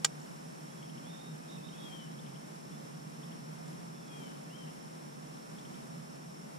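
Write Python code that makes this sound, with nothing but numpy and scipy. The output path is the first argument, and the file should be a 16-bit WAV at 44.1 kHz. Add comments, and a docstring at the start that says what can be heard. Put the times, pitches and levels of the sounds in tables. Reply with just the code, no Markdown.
"""A calm, misty lake heard from a small metal boat. A fishing reel snaps shut as struck modes and noise cracks,
and later ticks faintly. Songbirds on the shore give gliding tones: falling whistles, frequency-modulated buzzy
notes and rising chips. Insects in the trees trill as pulsed tones with echoes. Behind them lie a far low hum of
resonant noise, the soft wash of the open air as coloured noise, and faint steady treble tones."""
import sys
import numpy as np
from scipy import signal
from scipy.fft import rfft, irfft, next_fast_len
from scipy.io import wavfile
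from scipy.ndimage import uniform_filter1d

SR = 44100
rng = np.random.default_rng(int(sys.argv[2]) if len(sys.argv) > 2 else 0)


def dump_mix(stems):
    """Bounce the given channels to the path in sys.argv[1] as a 16-bit WAV at rate SR."""
    frames = np.atleast_2d(stems).T  # one column per channel
    limited = np.clip(frames, -1, 1)  # hard clip at full scale
    pcm = np.round(limited * 32767).astype(np.int16)
    wavfile.write(sys.argv[1], SR, pcm)


N = 290178
T = np.arange(N) / SR
SIZE = next_fast_len(N, real=True)
FREQS = np.maximum(np.arange(SIZE // 2 + 1) * SR / SIZE, 1)


def from_db(db):
    """Level to amplitude: 20 dB is a factor of ten."""
    return 10 ** (np.asarray(db) / 20)


def rms_one(x):
    """Normalization: scale a signal to unit rms."""
    return x / np.sqrt(np.mean(x ** 2) + 1e-20)


def across_hz(points):
    """Spectral interpolation: a table read at every frequency, on a logarithmic axis."""
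    hz, value = np.transpose(points)
    return np.interp(np.log(FREQS), np.log(hz), value)


def pan(left_db):
    """Interaural level difference: gains of the left and right side."""
    return from_db(np.array([[.5], [-.5]]) * left_db)


def drift(corner_hz):
    """Low-passed noise: slow chance with unit spread, drawn at every 32nd sample."""
    count = N // 32 + 2
    hz = np.arange(count // 2 + 1) * SR / 32 / count
    spectrum = rfft(rng.standard_normal(count)) / (1 + (hz / corner_hz) ** 2)
    slow = rms_one(irfft(spectrum, count))
    return np.interp(np.arange(N) / 32, np.arange(count), slow)


def stereo_noise(gain, alike, right_lag_s=0):
    """Partial coherence: a shared and an opposed noise mixed to a given correlation, colour and lag."""
    mid, side = rfft(rng.standard_normal((2, SIZE)))
    alike = np.clip(alike, -.98, .98)
    shared = np.sqrt((1 + alike) / 2) * mid
    opposed = np.sqrt((1 - alike) / 2) * side
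    pair = shared + opposed * [[1], [-1]]
    lag = np.exp(-2j * np.pi * FREQS * np.array([[0], [right_lag_s]]))
    return irfft(gain * pair * lag, SIZE)[:, :N]


def resonance(hz, width_hz):
    """Resonance: a second-order peak passed twice for steep skirts, about width_hz wide at -3 dB."""
    return 1 / (1 + ((FREQS ** 2 - hz ** 2) / (FREQS * width_hz * np.pi / 2)) ** 2)


def scatter(x, t60, gap):
    """Diffuse reflection: after a gap, dense echoes decay 60 dB in t60 seconds, different on each side."""
    tail = rng.standard_normal((2, SR)) * from_db(-60 * T[:SR] / t60) * (T[:SR] > gap)
    tail /= np.sqrt(np.sum(tail ** 2, axis=1, keepdims=True))
    return signal.fftconvolve(np.broadcast_to(x, (2, N)), tail, axes=1)[:, :N]


def swaying(x, t60, gap, count=5):
    """Time-varying reflection: paths off moving foliage take turns at constant power and shift the colour."""
    shares = np.array([drift(7.4) for _ in range(count)])
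    shares /= np.sqrt(np.sum(shares ** 2, axis=0))
    return sum(scatter(x * share, t60, gap) for share in shares)


def tone(hz):
    """Phase accumulation: a sine of unit rms that follows a pitch."""
    return np.sqrt(2) * np.sin(2 * np.pi * np.cumsum(hz) / SR)


# contacts of the reel's bail and gears: start_s, relative level_db, left_minus_right_db,
# brightness_db_per_octave of the ring about 4 kHz, direction (sign only: + blow, - rebound)
CONTACTS = [(0.04483, -20, 3.3, 7.8, 0.92), (0.04652, 3, 1.1, -2, 1), (0.04808, -3.0, -3.3, 3, 1),
            (0.04949, -3.5, -7, 6.5, -0.92), (0.05173, -12.5, -5.6, 4, 0.9), (0.05784, -14.5, -4, -4.5, 1),
            (0.06333, -22, 1.5, -1, 0.87), (0.201, -39, 0, 2, 1), (0.215, -40, 0, 6, 1),
            (0.231, -39, -2, 4, 1), (0.275, -40, 0, 3, 1), (3.68, -35.5, 0, 2, 0.94), (3.729, -43, 0, 4, 1)]
# vibration modes of the reel: frequency_hz, relative level_db, left_minus_right_db
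REEL_MODES = [(454, -46, -6), (820, -42.5, -8), (1205, -36, 3), (1585, -32.5, 2), (1925, -34.7, 0.1),
              (2350, -34, 7), (2980, -25, 3), (3150, -47, -2.6), (3260, -37.5, 6), (3670, -28, -2.1),
              (3900, -40, 0.4), (4435, -27, 0.6), (4630, -33.5, 1.0), (4920, -27.5, 2.1), (5200, -36, 4.3),
              (5710, -23.8, -5.1), (6300, -34, 2.0), (6820, -24.5, 3.5), (7004, -22.9, -9.6),
              (7070, -19.5, -7), (7620, -27.5, 2.2), (7926, -26, -4), (8100, -30, -0.2), (9150, -33.5, -1),
              (10075, -44, -0.4), (11250, -50, 3.3), (12160, -43, 9)]
# noise spectrum of each crack: frequency_hz, relative level_db
CRACK_SPECTRUM = [(150, -28), (500, -18), (1200, -15), (2300, 5.5), (3500, 3), (7800, 8.5), (8800, -11),
                  (15000, -13)]


def reel(ring_db=0.1, ring_t60=0.022, crack_db=-20.0, crack_t60=0.0058, hull_db=-17.0, hull_t60=0.066):
    """Modal synthesis: each contact cracks and excites the reel's damped modes, and the hull throws it back."""
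    t = T[:SR // 8]
    hz, mode_db, mode_left_db = np.transpose(REEL_MODES)
    # low modes ring longer than the 4 kHz decay time; neighbours swing in opposite directions
    t60 = ring_t60 * (4000 / hz) ** 0.3
    signs = (-1) ** np.arange(len(hz))
    ring, burst = np.zeros((2, 2, N))
    for s, db, left_db, brightness_db, direction in CONTACTS:
        start = int(s * SR) + 1
        span = slice(start, start + len(t))
        age = t + start / SR - s  # the contact may fall between two samples
        struck_db = mode_db + brightness_db * np.log2(hz / 4000)
        decay = from_db(struck_db[:, None] - 60 * age / t60[:, None])
        swing = np.sign(direction) * signs[:, None] * np.sin(2 * np.pi * hz[:, None] * age)
        ring[:, span] += from_db(db) * pan(left_db + mode_left_db) @ (decay * swing)
        burst[:, span] += from_db(db - 60 * age / crack_t60) * pan(left_db)
    crack = burst * rms_one(stereo_noise(from_db(across_hz(CRACK_SPECTRUM)), alike=0.25))
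    # so small a body radiates no bass
    high_pass = signal.butter(2, 400, "high", fs=SR, output="sos")
    snap = signal.sosfilt(high_pass, from_db(ring_db) * ring + from_db(crack_db) * crack)
    return snap + from_db(hull_db) * scatter(snap, t60=hull_t60, gap=0.0012)


# long whistles: left_minus_right_db, lower_voice_db relative to the upper, tremble (0-1),
# course [(time_s, upper pitch_hz, relative level_db), ..]
WHISTLES = [(-12, -17, 1, [(1.025, 3030, -70), (1.06, 3350, -65), (1.11, 3640, -59.5), (1.15, 3660, -63),
            (1.215, 3660, -65), (1.23, 3690, -74)]), (-7, -27, 0.023, [(1.17, 3700, -72), (1.21, 3705, -63),
            (1.24, 3700, -69), (1.28, 3710, -65), (1.35, 3695, -75), (1.37, 3670, -72)]),
            (11, -17, 0, [(1.705, 2650, -72), (1.73, 3170, -62), (1.752, 3400, -67), (1.785, 3375, -67),
            (1.805, 3325, -64), (1.865, 3290, -55.5), (1.9, 3230, -57), (1.917, 3120, -59),
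            (1.932, 3195, -53), (1.96, 3165, -55), (1.976, 3095, -61), (2.008, 3015, -57),
            (2.04, 3025, -60), (2.065, 2850, -73), (2.095, 2520, -72)]), (5, -3, 0.15, [(3.93, 3300, -76),
            (3.955, 3500, -68), (3.985, 3420, -71), (4.025, 3500, -72), (4.06, 3380, -73),
            (4.09, 3380, -78)]), (13, -8, 0.079, [(4.045, 3400, -74), (4.088, 3380, -67.5),
            (4.115, 3285, -63), (4.18, 3255, -61), (4.203, 3180, -67), (4.225, 3135, -64),
            (4.28, 3010, -61.5), (4.31, 2985, -68), (4.335, 2960, -78)]),
            (15, -16, 0.2, [(4.497, 2620, -67), (4.512, 2830, -65), (4.53, 2930, -69), (4.543, 3070, -59),
            (4.558, 3170, -62.5), (4.6, 3160, -60), (4.625, 3110, -64), (4.655, 2990, -67)])]


def whistles(level_db=-2.5, tremble_hz=34, tremble_depth_hz=80, pitch_jitter=.002, flutter_db=1.6,
             lower_voice_ratio=0.748):
    """Two-source voicing: both sides of the throat glide in a fixed ratio; some whistles tremble in pitch."""
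    out = np.zeros((2, N))
    shake = np.sin(2 * np.pi * tremble_hz * T) + .4 * drift(90)
    waver = 1 + pitch_jitter * drift(60)
    flutter = flutter_db * drift(40)
    for left_db, lower_db, tremble, course in WHISTLES:
        s, hz, db = np.transpose(course)
        on = (T > s[0]) & (T < s[-1])
        t = T[on]
        pitch = np.interp(t, s, hz) * waver[on] + tremble * tremble_depth_hz * shake[on]
        fade = np.clip(np.minimum(t - s[0], s[-1] - t) / .006, 0, 1)
        voices = tone(pitch) + from_db(lower_db) * tone(lower_voice_ratio * pitch)
        loudness = from_db(level_db + np.interp(t, s, db) + flutter[on])
        out[:, on] += voices * fade * loudness * pan(left_db)
    return out


def note_shape(t, length, top_hz, scoop_s, fall_hz, scoop_hz=584, fall_power=1.55, attack_share=0.19,
               release_s=0.014):
    """Pitch and amplitude contours: scoop up, then fall ever faster; attack, hold and quick release."""
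    scoop = np.maximum(1 - t / max(scoop_s, 1e-6), 0) ** 2
    hz = top_hz - scoop_hz * scoop - fall_hz * (t / length) ** fall_power
    envelope = np.clip(np.minimum(t / (attack_share * length), (length - t) / release_s), 0, 1)
    return hz, envelope


# short song notes: start_s, length_s, top_pitch_hz, scoop_time_s, fall_hz, relative level_db,
# buzz (0-1), left_minus_right_db
NOTES = [(0.69, 0.06, 3350, 0.0048, 30, -66, 0.15, 0), (0.76, 0.059, 3360, 0, 20, -67, 0.15, 0),
         (0.821, 0.049, 3260, 0.01, 0, -64, 0.2, 4), (1.4, 0.095, 2520, 0.005, 30, -67, 0, -5),
         (1.471, 0.11, 3740, 0.038, 36, -60, 1, -12), (1.571, 0.059, 2590, 0, 20, -63.5, 0.24, -10),
         (1.62, 0.097, 3720, 0.038, 30, -59, 1, -12), (1.722, 0.094, 2590, 0.004, 48, -67, 0.5, -10),
         (1.768, .1, 3670, 0.035, 60, -63, 0.96, -15), (2.2, 0.075, 3040, 0.011, 20, -66, .1, 0),
         (2.69, .08, 3480, 0.05, 0, -64.5, 0.4, -1), (2.85, .13, 3330, 0, 60, -73, 0.3, 0),
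         (4.615, 0.052, 3080, 0.0045, 109.5, -66, 0.8, 9), (4.663, 0.055, 2800, 0.0035, 50, -65, 0.8, 12)]


def notes(level_db=-4.5, buzz_hz=105, buzz_depth_hz=115, flutter_db=1.0):
    """Frequency modulation: short contoured notes, some shaken fast enough in pitch to buzz."""
    out = np.zeros((2, N))
    buzz_rate = buzz_hz * (1 + .2 * drift(40))
    shake = np.sin(2 * np.pi * np.cumsum(buzz_rate) / SR) + .3 * drift(120)
    flutter = from_db(flutter_db * drift(50))
    for s, length, top_hz, scoop_s, fall_hz, db, buzz, left_db in NOTES:
        on = (T > s) & (T < s + length)
        hz, envelope = note_shape(T[on] - s, length, top_hz, scoop_s, fall_hz)
        voice = tone(hz + buzz_depth_hz * buzz * shake[on])
        out[:, on] += voice * from_db(level_db + db) * envelope * flutter[on] * pan(left_db)
    return out


# quick rising chips: middle_s, middle_pitch_hz, relative peak level_db, sweep_hz_per_s
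CHIPS = [(.829, 3100, -57, 75000), (0.898, 3110, -55, 100000), (0.981, 3030, -57, 50000),
         (1.69, 3100, -54, 150000), (2.193, 3400, -55, 48000), (2.264, 3200, -57, 70000),
         (2.36, 3130, -57, 65000), (3.234, 3250, -55.5, 52000), (3.324, 3100, -60.5, 52000),
         (5.589, 3350, -57, 42000), (5.654, 3120, -56, 85000), (5.745, 3200, -54.5, 120000)]


def chips(level_db=-4.5, span_hz=245, left_db=12):
    """Linear chirp: each chip sweeps up through the same Gaussian span, so the faster ones are shorter."""
    out = np.zeros((2, N))
    for s, hz, db, sweep in CHIPS:
        rise = sweep * (T - s)
        on = abs(rise) < 4 * span_hz
        envelope = np.exp(-(rise[on] / span_hz) ** 2 / 2)
        out[:, on] += tone(hz + rise[on]) * from_db(level_db + db) * envelope * pan(left_db)
    return out


def songbirds(leaves_db=-12, woods_db=-6.0, woods_t60=0.87):
    """Direct and reverberant sound: song crosses the water, leaves blur it a little and the woods answer."""
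    song = whistles() + notes() + chips()
    leaves = swaying(song, t60=.14, gap=.002, count=3)
    woods = swaying(song, t60=woods_t60, gap=0.026, count=3)
    return song + from_db(leaves_db) * leaves + from_db(woods_db) * woods


# trilling insects: mean wing pitch_hz, mean stroke_rate_hz, relative level_db
INSECTS = [(5335, 41.0, -70.5), (5550, 41.0, -70), (5470, 40.4, -77), (5700, 41.7, -77), (5150, 46, -76)]


def insects(throb=0.74, glide=0.0095, jitter=.005, left_db=-3.5, trees_db=-2, waver_db=0.3, level_db=-0.76):
    """Amplitude modulation: each wing stroke is a tone that sags in pitch; tree echoes fill the gaps."""
    trill = np.zeros(N)
    wander = np.cumsum(drift(1.3)) / SR  # the insects' stroke rates wander together
    for hz, strokes_hz, db in INSECTS:
        phase = 2 * np.pi * (strokes_hz * T + .12 * wander)
        pitch = hz * (1 - glide * np.sin(phase) + jitter * drift(79.7))
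        wing = np.exp(throb * np.cos(phase)) * np.sin(2 * np.pi * np.cumsum(pitch) / SR)
        trill += rms_one(wing) * from_db(db + waver_db * drift(1.4))
    heard = trill + from_db(trees_db) * swaying(trill, t60=0.24, gap=0.0023)
    return heard * from_db(level_db) * pan(left_db)


# resonances of the far hum: frequency_hz, width_hz, relative level_db, left_right_correlation (-1 to 1)
HUM_MODES = [(150.7, 16.6, -3.5, 1), (158.1, 18, -0.5, 0.86), (194, 103, -8, .35), (224, 31, -7.5, 0.73)]
# swell of the hum: time_s, relative level_db
HUM_SWELL = [(0.0, -50.5), (0.75, -51), (0.95, -45), (1.2, -52), (1.3, -44), (1.5, -54.5), (1.6, -44.5),
             (1.79, -53), (2.19, -45.5), (2.54, -54), (2.72, -48), (2.9, -49), (3.2, -47), (3.69, -47),
             (4.42, -51), (4.68, -47), (4.78, -56), (4.95, -50), (5.85, -52), (5.97, -45.5), (6.08, -50.5),
             (6.58, -52)]


def hum(level_db=-1.5, left_db=-1.5, smooth_s=0.19, low_cut_hz=122):
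    """Resonant filtering: noise in a few narrow bands forms a far rumble whose level swells and sinks."""
    low_cut = 1 / np.sqrt(1 + (low_cut_hz / FREQS) ** 20)
    rumble = np.zeros((2, N))
    for hz, width_hz, db, alike in HUM_MODES:
        band = stereo_noise(low_cut * resonance(hz, width_hz), alike)
        rumble += from_db(db) * rms_one(band)
    # even out the noise's own slow level changes before the swell is laid on
    power = np.abs(signal.hilbert(rumble.mean(axis=0), SIZE)[:N]) ** 2 / 2
    steady = rumble / np.sqrt(uniform_filter1d(power, int(smooth_s * SR)))
    swell_db = np.interp(T, *np.transpose(HUM_SWELL))
    return steady * from_db(swell_db + level_db) * pan(left_db)


# spectrum of the open air: frequency_hz, mean level_db_per_hz
AIR_SPECTRUM = [(25, -100), (100, -91), (118, -101), (150, -71.5), (280, -77), (400, -80), (900, -81.5),
                (1500, -89), (2500, -95), (4300, -100.5), (6500, -98), (10000, -100), (12500, -107),
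                (15000, -115), (15600, -135)]
# how alike the two sides hear the air: frequency_hz, correlation (-1 to 1)
AIR_CORRELATION = [(60, -0.25), (200, 0.18), (350, -0.44), (600, -0.72), (900, -0.82), (1400, -0.58),
                   (2200, -0.35), (3000, 0.1), (4200, 0.52), (6000, -0.32), (15000, 0.16)]
# sideways tilt of the air: frequency_hz, left_minus_right_db
AIR_TILT = [(100, -0.5), (300, -1), (600, 0), (4500, 0), (7600, -1.5), (8200, -0.5), (10000, -2.5),
            (12000, 0)]


def air(right_lag_s=.00003, swell_db=0.56):
    """Superposition: distant wind and water merge into coloured noise, slightly later on the right."""
    # density per Hz to the gain of white noise that spans SR / 2
    gain = from_db(across_hz(AIR_SPECTRUM)) * np.sqrt(SR / 2) * pan(across_hz(AIR_TILT))
    wash = stereo_noise(gain, across_hz(AIR_CORRELATION), right_lag_s)
    return wash * from_db(swell_db * drift(4.0))


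# thin steady whines: pitch_hz, rms level_db
WHINES = [(11747, -87), (12252, -92)]


def whine():
    """Pure tones: faint steady sines high in the treble."""
    return sum(np.sqrt(2) * from_db(db) * np.sin(2 * np.pi * hz * T) for hz, db in WHINES)


def scene():
    """Linear superposition: the reel, the shore and the lake add together."""
    return reel() + songbirds() + insects() + hum() + air() + whine()


def record(dry, ceiling=.5, cutoff_hz=16000):
    """Saturation and band limiting: peaks are rounded and the top is cut steeply."""
    rounded = ceiling * np.tanh(dry / ceiling)
    low_pass = signal.ellip(10, .1, 70, cutoff_hz, fs=SR, output="sos")
    return signal.sosfilt(low_pass, rounded)


dry = scene()
out = record(dry)
dump_mix(out)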